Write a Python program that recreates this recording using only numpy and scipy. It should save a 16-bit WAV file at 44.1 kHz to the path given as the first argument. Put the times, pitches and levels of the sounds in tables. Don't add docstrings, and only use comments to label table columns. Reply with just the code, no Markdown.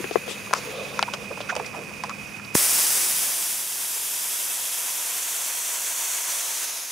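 import sys
import numpy as np
from scipy import signal
from scipy.fft import rfft, irfft
from scipy.io import wavfile

SR = 44100
rng = np.random.default_rng(int(sys.argv[2]) if len(sys.argv) > 2 else 0)


def boost_factor(decibels):
    exponent = np.asarray(decibels, float) / 20
    return 10 ** exponent


def generate_wav(sig):
    pcm = np.round(np.clip(np.atleast_2d(sig).T, -1, 1) * 32767).astype(np.int16)
    wavfile.write(sys.argv[1], SR, pcm)


N = 304731
POP_S = 2.5524

# (time [s], left minus right [dB])
HAND_PAN = [(0, 8), (.25, 12), (.45, 4.6), (1.0, .3), (1.5, -4.2), (2.0, -1.3), (2.5, -3.3)]


def rms_one(x):
    return x / np.sqrt(np.mean(x ** 2) + 1e-20)


def in_time(rows):
    s, *columns = np.transpose(rows)
    return [np.interp(np.arange(N) / SR, s, c) for c in columns]


def at_hz(points):
    hz = np.maximum(np.arange(N // 2 + 1) * SR / N, 1)
    table_hz, value = np.transpose(points)
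    return np.interp(np.log(hz), np.log(table_hz), value)


def drift(rate_hz):
    r = np.exp(-80 * np.pi * rate_hz / SR)
    white = rng.standard_normal(N // 40 + 2002)
    slow = signal.lfilter([1], [1, -2 * r, r * r], white)[2000:]
    return np.interp(np.arange(N) / 40, np.arange(len(slow)), rms_one(slow))


def panned(x, pan_db):
    return x * boost_factor(np.array([pan_db / 2, -pan_db / 2]))


def stereo_white(alike, pan):
    mid, side = rfft(rng.standard_normal((2, N)))
    c = np.clip(at_hz(alike), 0, 1)
    return panned(np.sqrt(1 + c) * mid + np.sqrt(1 - c) * side * [[1], [-1]], at_hz(pan))


def coloured(white, colour):
    return rms_one(irfft(white * boost_factor(at_hz(colour)), N))


def resonance(x, hz, width_hz):
    r = np.exp(-np.pi * width_hz / SR)
    zeros = np.array([1, 0, -1]) * (1 - r * r) / 2
    return signal.lfilter(zeros, [1, -2 * r * np.cos(2 * np.pi * hz / SR), r * r], x)


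def body(x, modes):
    return sum((-1) ** k * boost_factor(db) * resonance(x, hz, width) for k, (hz, width, db) in enumerate(modes))


def crackle(count, per_s):
    born = rng.random(count) < per_s / SR
    size = rng.exponential(1, count)
    sign = rng.choice([-1, 1], count)
    return rms_one(born * boost_factor(3.0 * np.minimum(size, 4)) * sign)


def scuffs(rows, width):
    out = np.zeros((2, N + SR))
    t = np.arange(-(SR // 10), SR // 5) / SR
    for s, db, hz, length_s in rows:
        slips = crackle(len(t), 5000) + 0.36 * rng.standard_normal((2, len(t)))
        swell = np.exp(-(t / np.where(t < 0, 0.22 * length_s, 0.37 * length_s)) ** 2)
        tone = resonance(resonance(slips, hz, width * hz), hz, width * hz)
        i = round(s * SR)
        out[:, i:i + len(t)] += boost_factor(db) * rms_one(swell * tone) * np.sqrt(np.mean(swell ** 2))
    return panned(out[:, SR // 10:][:, :N], in_time(HAND_PAN)[0])


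def yard():
    # (frequency [Hz], density [dB per Hz])
    low_colour = [(30, -14.5), (190, -2.5), (500, -13.5), (1200, -13.5), (1800, -18), (2450, -8.5),
                  (3200, -21), (4100, -24), (4800, -19.5), (6300, -21), (7700, -26), (9000, -22.5),
                  (12500, -30), (15800, -37)]
    high_colour = [(30, -20), (200, -9), (500, -24), (1100, -15.5), (1800, -15), (2550, -9.5), (3300, -21),
                   (4300, -16), (5600, -26), (6700, -12), (7700, -29), (9800, -15.5), (11500, -21),
                   (15800, -26)]
    # (frequency [Hz], left-right likeness [0-1])
    alike = [(60, 0.9), (240, 0.47), (950, 0.61), (3770, 0.97), (15000, 0.48)]
    # (frequency [Hz], left minus right [dB])
    pan = [(60, 21.5), (180, 0.5), (550, 3.5), (1650, -10.5), (4970, -4.5), (15000, 1)]
    # (centre [Hz], width [Hz], level [dB])
    whine_modes = [(2535, 125, 0), (2400, 300, -7)]
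    # (frequency [Hz], wavering [Hz], level [dB rms])
    hum_partials = [(203, 1.23, -49.5), (144.7, 2.37, -54.5), (107.4, 2.94, -56.5)]
    # (time [s], share of the way down [0-1])
    stoop = [(.5, 0.55), (1.3, 1.0)]
    # (time [s], share of the turn [0-1])
    swing = [(.45, 0.17), (.8, 1.0)]
    duck_db, duck_s, sag_db_per_s = -17.5, .045, -3.3

    turn = np.clip(in_time(swing)[0], 0, 1)
    down = np.clip(in_time(stoop)[0], 0, 1)
    gain_db = 1.2 + (-.9 - 1.2) * turn
    whine_db = -39.5 + (-46.5 + 39.5) * turn
    whine_pan_db = 1.3 + (-17.3 - 1.3) * turn

    white = stereo_white(alike, pan)
    murmur = (1 - down) * coloured(white, high_colour) + down * coloured(white, low_colour)
    murmur = boost_factor(-37 + gain_db + 1.3 * drift(12)) * murmur

    breath = rng.standard_normal(N) + .5 * rng.standard_normal((2, N))
    higher = [(1.012 * hz, width, db) for hz, width, db in whine_modes]
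    whine_high = body(body(breath, higher), higher)
    whine_low = body(body(breath, whine_modes), whine_modes)
    whine = rms_one((1 - down) * whine_high + down * whine_low)
    whine = panned(boost_factor(whine_db + 0.84 * drift(5.7)) * whine, whine_pan_db)

    hum = 0
    for hz, waver_hz, db in hum_partials:
        level = boost_factor(db + 1.6 * drift(3.3))
        phase = 2 * np.pi * np.cumsum(hz + waver_hz * drift(4.9)) / SR
        hum = hum + level * rms_one(np.sin(phase))

    since_s = np.maximum(np.arange(N) / SR - POP_S, 0)
    duck = boost_factor(duck_db * np.minimum(since_s / duck_s, 1) + sag_db_per_s * since_s)
    return (murmur + hum + whine) * duck


def rubbing():
    # (centre [Hz], width [Hz], level [dB])
    shell = [(473, 160, -1), (722, 280, -5), (1100, 410, -7.5)]
    # (frequency [Hz], density [dB per Hz])
    grit = [(1800, -1), (2900, -0.5), (3500, 1.5), (4200, 0), (6000, -5), (9000, -20), (15000, -27)]
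    # (middle [s], length [s], hollow level [dB], grit over hollow [dB])
    strokes = [
        (0.323, 0.095, -51.5, 1),
        (.57, .1, -47, 2),
        (.78, .28, -37, -8),
        (0.98, 0.12, -41.5, -5),
        (1.204, 0.19, -45.5, -6),
        (1.452, 0.14, -50, 0),
        (1.604, .13, -39, -12),
        (1.8, .14, -46, -25),
        (2.05, .12, -48, -3),
    ]
    resting_db, fade_db_per_s, resting_grit_db = -48.5, -3.6, .5

    t = np.arange(N) / SR
    hollow_gain = boost_factor(resting_db + fade_db_per_s * t)
    gritty_gain = boost_factor(resting_grit_db + 2 * fade_db_per_s * t) * hollow_gain
    for s, length_s, db, grit_db in strokes:
        press = boost_factor(db) * np.exp(-((t - s) / (0.52 * length_s)) ** 2)
        hollow_gain = hollow_gain + press
        gritty_gain = gritty_gain + boost_factor(grit_db) * press

    slips = crackle(N, 4000)
    apart = rng.standard_normal((2, N))
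    rub = 0.45 * slips + .5 * apart + rng.standard_normal(N)
    hollow = rms_one(body(body(rub, shell), shell))
    hollow = panned(hollow_gain * boost_factor(1.3 * drift(40)) * hollow, in_time(HAND_PAN)[0])
    gritty = gritty_gain * boost_factor(1.3 * drift(40)) * coloured(rfft(slips + 0.59 * apart), grit)
    return (t < POP_S) * (hollow + gritty)


def slides():
    # (loudest moment [s], level [dB rms], centre [Hz], length [s])
    finger_slides = [(.003, -28.5, 298, .017), (.536, -19.5, 680, .014), (.554, -32.5, 1100, 0.068),
                     (.591, -38, 500, .016), (.993, -27, 800, .014), (1.015, -39, 1200, .023),
                     (1.033, -27, 1600, .02), (1.141, -32.5, 1100, 0.039), (1.313, -37, 1100, .026),
                     (1.377, -32, 786, 0.016), (1.5, -30, 2100, .03), (1.528, -28.5, 670, 0.031),
                     (1.569, -30, 624, .031), (1.599, -23, 800, .012), (1.747, -35.5, 810, 0.064),
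                     (1.784, -37.5, 444, 0.1), (1.914, -41.5, 795, 0.026), (2.046, -33, 850, .04),
                     (2.398, -40, 1270, .03)]
    return scuffs(finger_slides, 0.81)


def knocks():
    # (time [s], peak [dB], shell [Hz], crack over knock [dB], crack [Hz])
    blows = [(0.041, -22.5, 400, -8, 1650), (0.11, -20, 460, -16, 2850), (0.156, -6.5, 490, -36, 3600),
             (0.278, -25, 460, -16, 2960), (0.309, -29, 440, -12, 3070), (0.509, -21, 655, -24, 3230),
             (0.53, -10.5, 1140, -16, 3030), (0.535, -5, 1000, -11.5, 5600), (0.548, -23, 1050, -5, 4320),
             (0.991, -6, 1410, -15, 3400), (1.026, -6.5, 935, -7, 2600), (1.136, -20.5, 580, -2, 3050),
             (1.404, -19, 605, -19, 3470), (1.552, -22, 940, -6, 5200), (1.563, -17.5, 582, -9, 2600),
             (1.564, -26, 2400, -2, 5100), (1.645, -24, 2100, -26, 6100), (2.036, -15.5, 960, -13, 4810),
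             (2.094, -20, 1200, -9.5, 4010)]
    # (multiple of shell Hz [ratio], level [dB])
    overtones = [(1.0, 3), (1.3, -7.5), (2.1, -11.5), (.68, -4)]
    ring_cycles, soft_t60_s_per_db = 9, .0007
    echo_samples = 135

    out = np.zeros((2, N))
    t = np.arange(int(.15 * SR)) / SR
    for s, db, hz, crack_db, crack_hz in blows:
        rattle = rng.standard_normal((2, len(t)))
        spread = rng.normal(0, 1, (2, 4))
        t60_s = np.clip(ring_cycles / hz - soft_t60_s_per_db * db, .005, .1)
        blow = (t == 0) + 0.052 * rattle * boost_factor(-60 * t / (1.55 * t60_s))

        modes = [(hz * m * (1 + 0.046 * u), 1.5 * m / t60_s, d + 2.5 * v * (m != 1))
                 for (m, d), u, v in zip(overtones, *spread)]
        ring = body(blow, modes)
        thud = resonance(resonance(blow, 1.07 * hz, 0.86 * hz), 0.98 * hz, 1.5 * hz)
        ring = 0.47 * ring / np.abs(ring).max() + 0.92 * thud / np.abs(thud).max()
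        ring = signal.sosfilt(signal.butter(2, 4.5 * hz, fs=SR, output="sos"), ring)

        crack_modes = [(crack_hz, 0.29 * crack_hz, 0),
                       (1.82 * crack_hz, 0.28 * crack_hz, -2),
                       (3.4 * crack_hz, 1.4 * crack_hz, -14)]
        crack = resonance(body(blow, crack_modes), 0.82 * crack_hz, 1.23 * crack_hz)
        crack = boost_factor(crack_db + 11) * crack / np.abs(crack).max()

        i = round((s + 0.00118) * SR)
        out[:, i:i + len(t)] += boost_factor(db) * (ring + crack)
    out[:, echo_samples:] += 0.54 * resonance(out[:, :-echo_samples], 2200, 1400)
    return panned(out, in_time(HAND_PAN)[0])


def brushes():
    # (loudest moment [s], level [dB rms], centre [Hz], length [s])
    sole_brushes = [
        (.135, -42, 4600, .06),
        (.308, -36, 3000, .1),
        (.312, -41.5, 7000, .1),
        (.568, -36, 5100, 0.079),
        (1.14, -35, 5000, .028),
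        (1.412, -35, 3000, .027),
        (1.663, -35, 4500, .015),
    ]
    return scuffs(sole_brushes, 0.77)


def squeaks():
    # (loudest moment [s], level [dB rms], centre [Hz], length [s])
    fingertip_squeaks = [(.537, -21, 1150, .011), (2.041, -38, 5000, .014), (.801, -46.5, 3460, 0.53),
                         (1.016, -39, 5300, .008), (1.085, -26, 945, .02), (.474, -37, 1100, .012),
                         (1.317, -30.5, 505, .045), (1.499, -23.5, 1430, .034), (1.503, -41.5, 5970, .061),
                         (2.104, -33, 1190, .04), (2.45, -40, 4200, .015)]
    return scuffs(fingertip_squeaks, 0.32)


def pop():
    t = np.arange(N) / SR - POP_S
    snap = np.exp(-(t / 0.00013) ** 2)
    push = np.exp(-abs((t - .0014) / .00045) ** 1.4)
    return boost_factor(-4) * push - boost_factor(-4.5) * snap


def jet():
    # (frequency [Hz], density [dB per Hz])
    full = [(1470, -16.5), (2500, -12), (3420, -11.5), (4050, -9.5), (4790, -7), (6080, -5), (6820, -6),
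            (10200, -1.5), (11600, -5.5), (13500, -9), (15000, -6.5), (15700, -12)]
    half = [(1470, -24.5), (2500, -16.5), (2660, -10), (2870, -13), (3320, -5), (3610, -8), (4480, -8),
            (5760, -4.5), (9410, -2.5), (10600, -1), (14700, -7.5), (15600, -14.5)]
    low = [(1470, -39), (2500, -19.5), (3400, -8), (3960, -10.5), (4340, -2), (4540, -10), (5380, -10),
           (5720, -1.5), (6370, -1), (9340, -2.5), (10100, -4), (14700, -10), (15600, -11)]
    slack = [(1470, -30), (2500, -15), (2910, -14), (4270, -3), (4540, -8.5), (6370, 0), (7650, -8),
             (10600, -3.5), (15600, -15)]
    # (frequency [Hz], density [dB per Hz])
    roar_colour = [(24, -63), (40, -36), (189, -15.5), (228, -17.5), (302, -10.5), (338, -12), (439, -7),
                   (592, -5.5), (687, -0.5), (829, -7), (927, 2), (1180, -4), (1250, -3), (2550, -3),
                   (3500, -16), (4550, -52), (7700, -120)]
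    # (frequency [Hz], left-right likeness [0-1])
    alike = [(60, 0.04), (180, 0.063), (550, 0.51), (1650, 0.72), (4970, 0.87), (15000, 0.88)]
    # (frequency [Hz], left minus right [dB])
    pan = [(60, -17), (180, -0.5), (550, 0), (1650, -2.5), (4970, -0.5), (15000, 0.5)]
    # (time [s], hiss level [dB], colour stage [0-3])
    tank = [
        (2.61, -18.7, .01),
        (3.05, -21.3, .1),
        (3.65, -27.8, 0.57),
        (4.7, -27, 1.1),
        (5.5, -27.2, 1.7),
        (6.1, -26.8, 2.0),
        (6.64, -26.8, 2.5),
        (6.67, -30.2, 3.0),
        (6.91, -32, 3.0),
    ]
    burst_db, burst_s, dip_db, dip_s = 10, .003, -3.5, .015
    roar_full_db, roar_low_db, roar_stages = -21, -11.3, 1.2
    leak_s = .0085

    since_s = np.arange(N) / SR - POP_S
    after_s = np.maximum(since_s, 0)
    hiss_db, stage = in_time(tank)
    stage = np.clip(stage, 0, 3)
    white = stereo_white(alike, pan)

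    hiss_db = hiss_db + burst_db * np.exp(-after_s / burst_s) + dip_db * np.exp(-after_s / dip_s)
    hiss = sum(np.clip(1 - abs(stage - k), 0, 1) * coloured(white, colour)
               for k, colour in enumerate([full, half, low, slack]))
    roar_db = roar_full_db + (roar_low_db - roar_full_db) * np.tanh((stage / roar_stages) ** 1.5)
    roar = boost_factor(roar_db + 0.48 * drift(15)) * coloured(white, roar_colour)
    opening = boost_factor(np.clip(25 * since_s / leak_s, -200, 0))
    return boost_factor(hiss_db + .55 * drift(14)) * opening * (hiss + roar * opening)


def scene():
    handling = rubbing() + slides() + knocks() + brushes() + squeaks()
    return yard() + handling + pop() + jet()


def low_pass(x):
    return signal.sosfilt(signal.butter(12, 16610, fs=SR, output="sos"), x)


def record(dry):
    thin = signal.sosfilt(signal.butter(2, 110, "high", fs=SR, output="sos"), dry)
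    thin = thin - .5 * resonance(thin, 4230, 380)
    thin = signal.sosfilt(signal.ellip(12, .5, 70, 15710, fs=SR, output="sos"), thin)
    return low_pass(np.clip(thin, -1, 1))


dry = scene()
out = record(dry)
generate_wav(out)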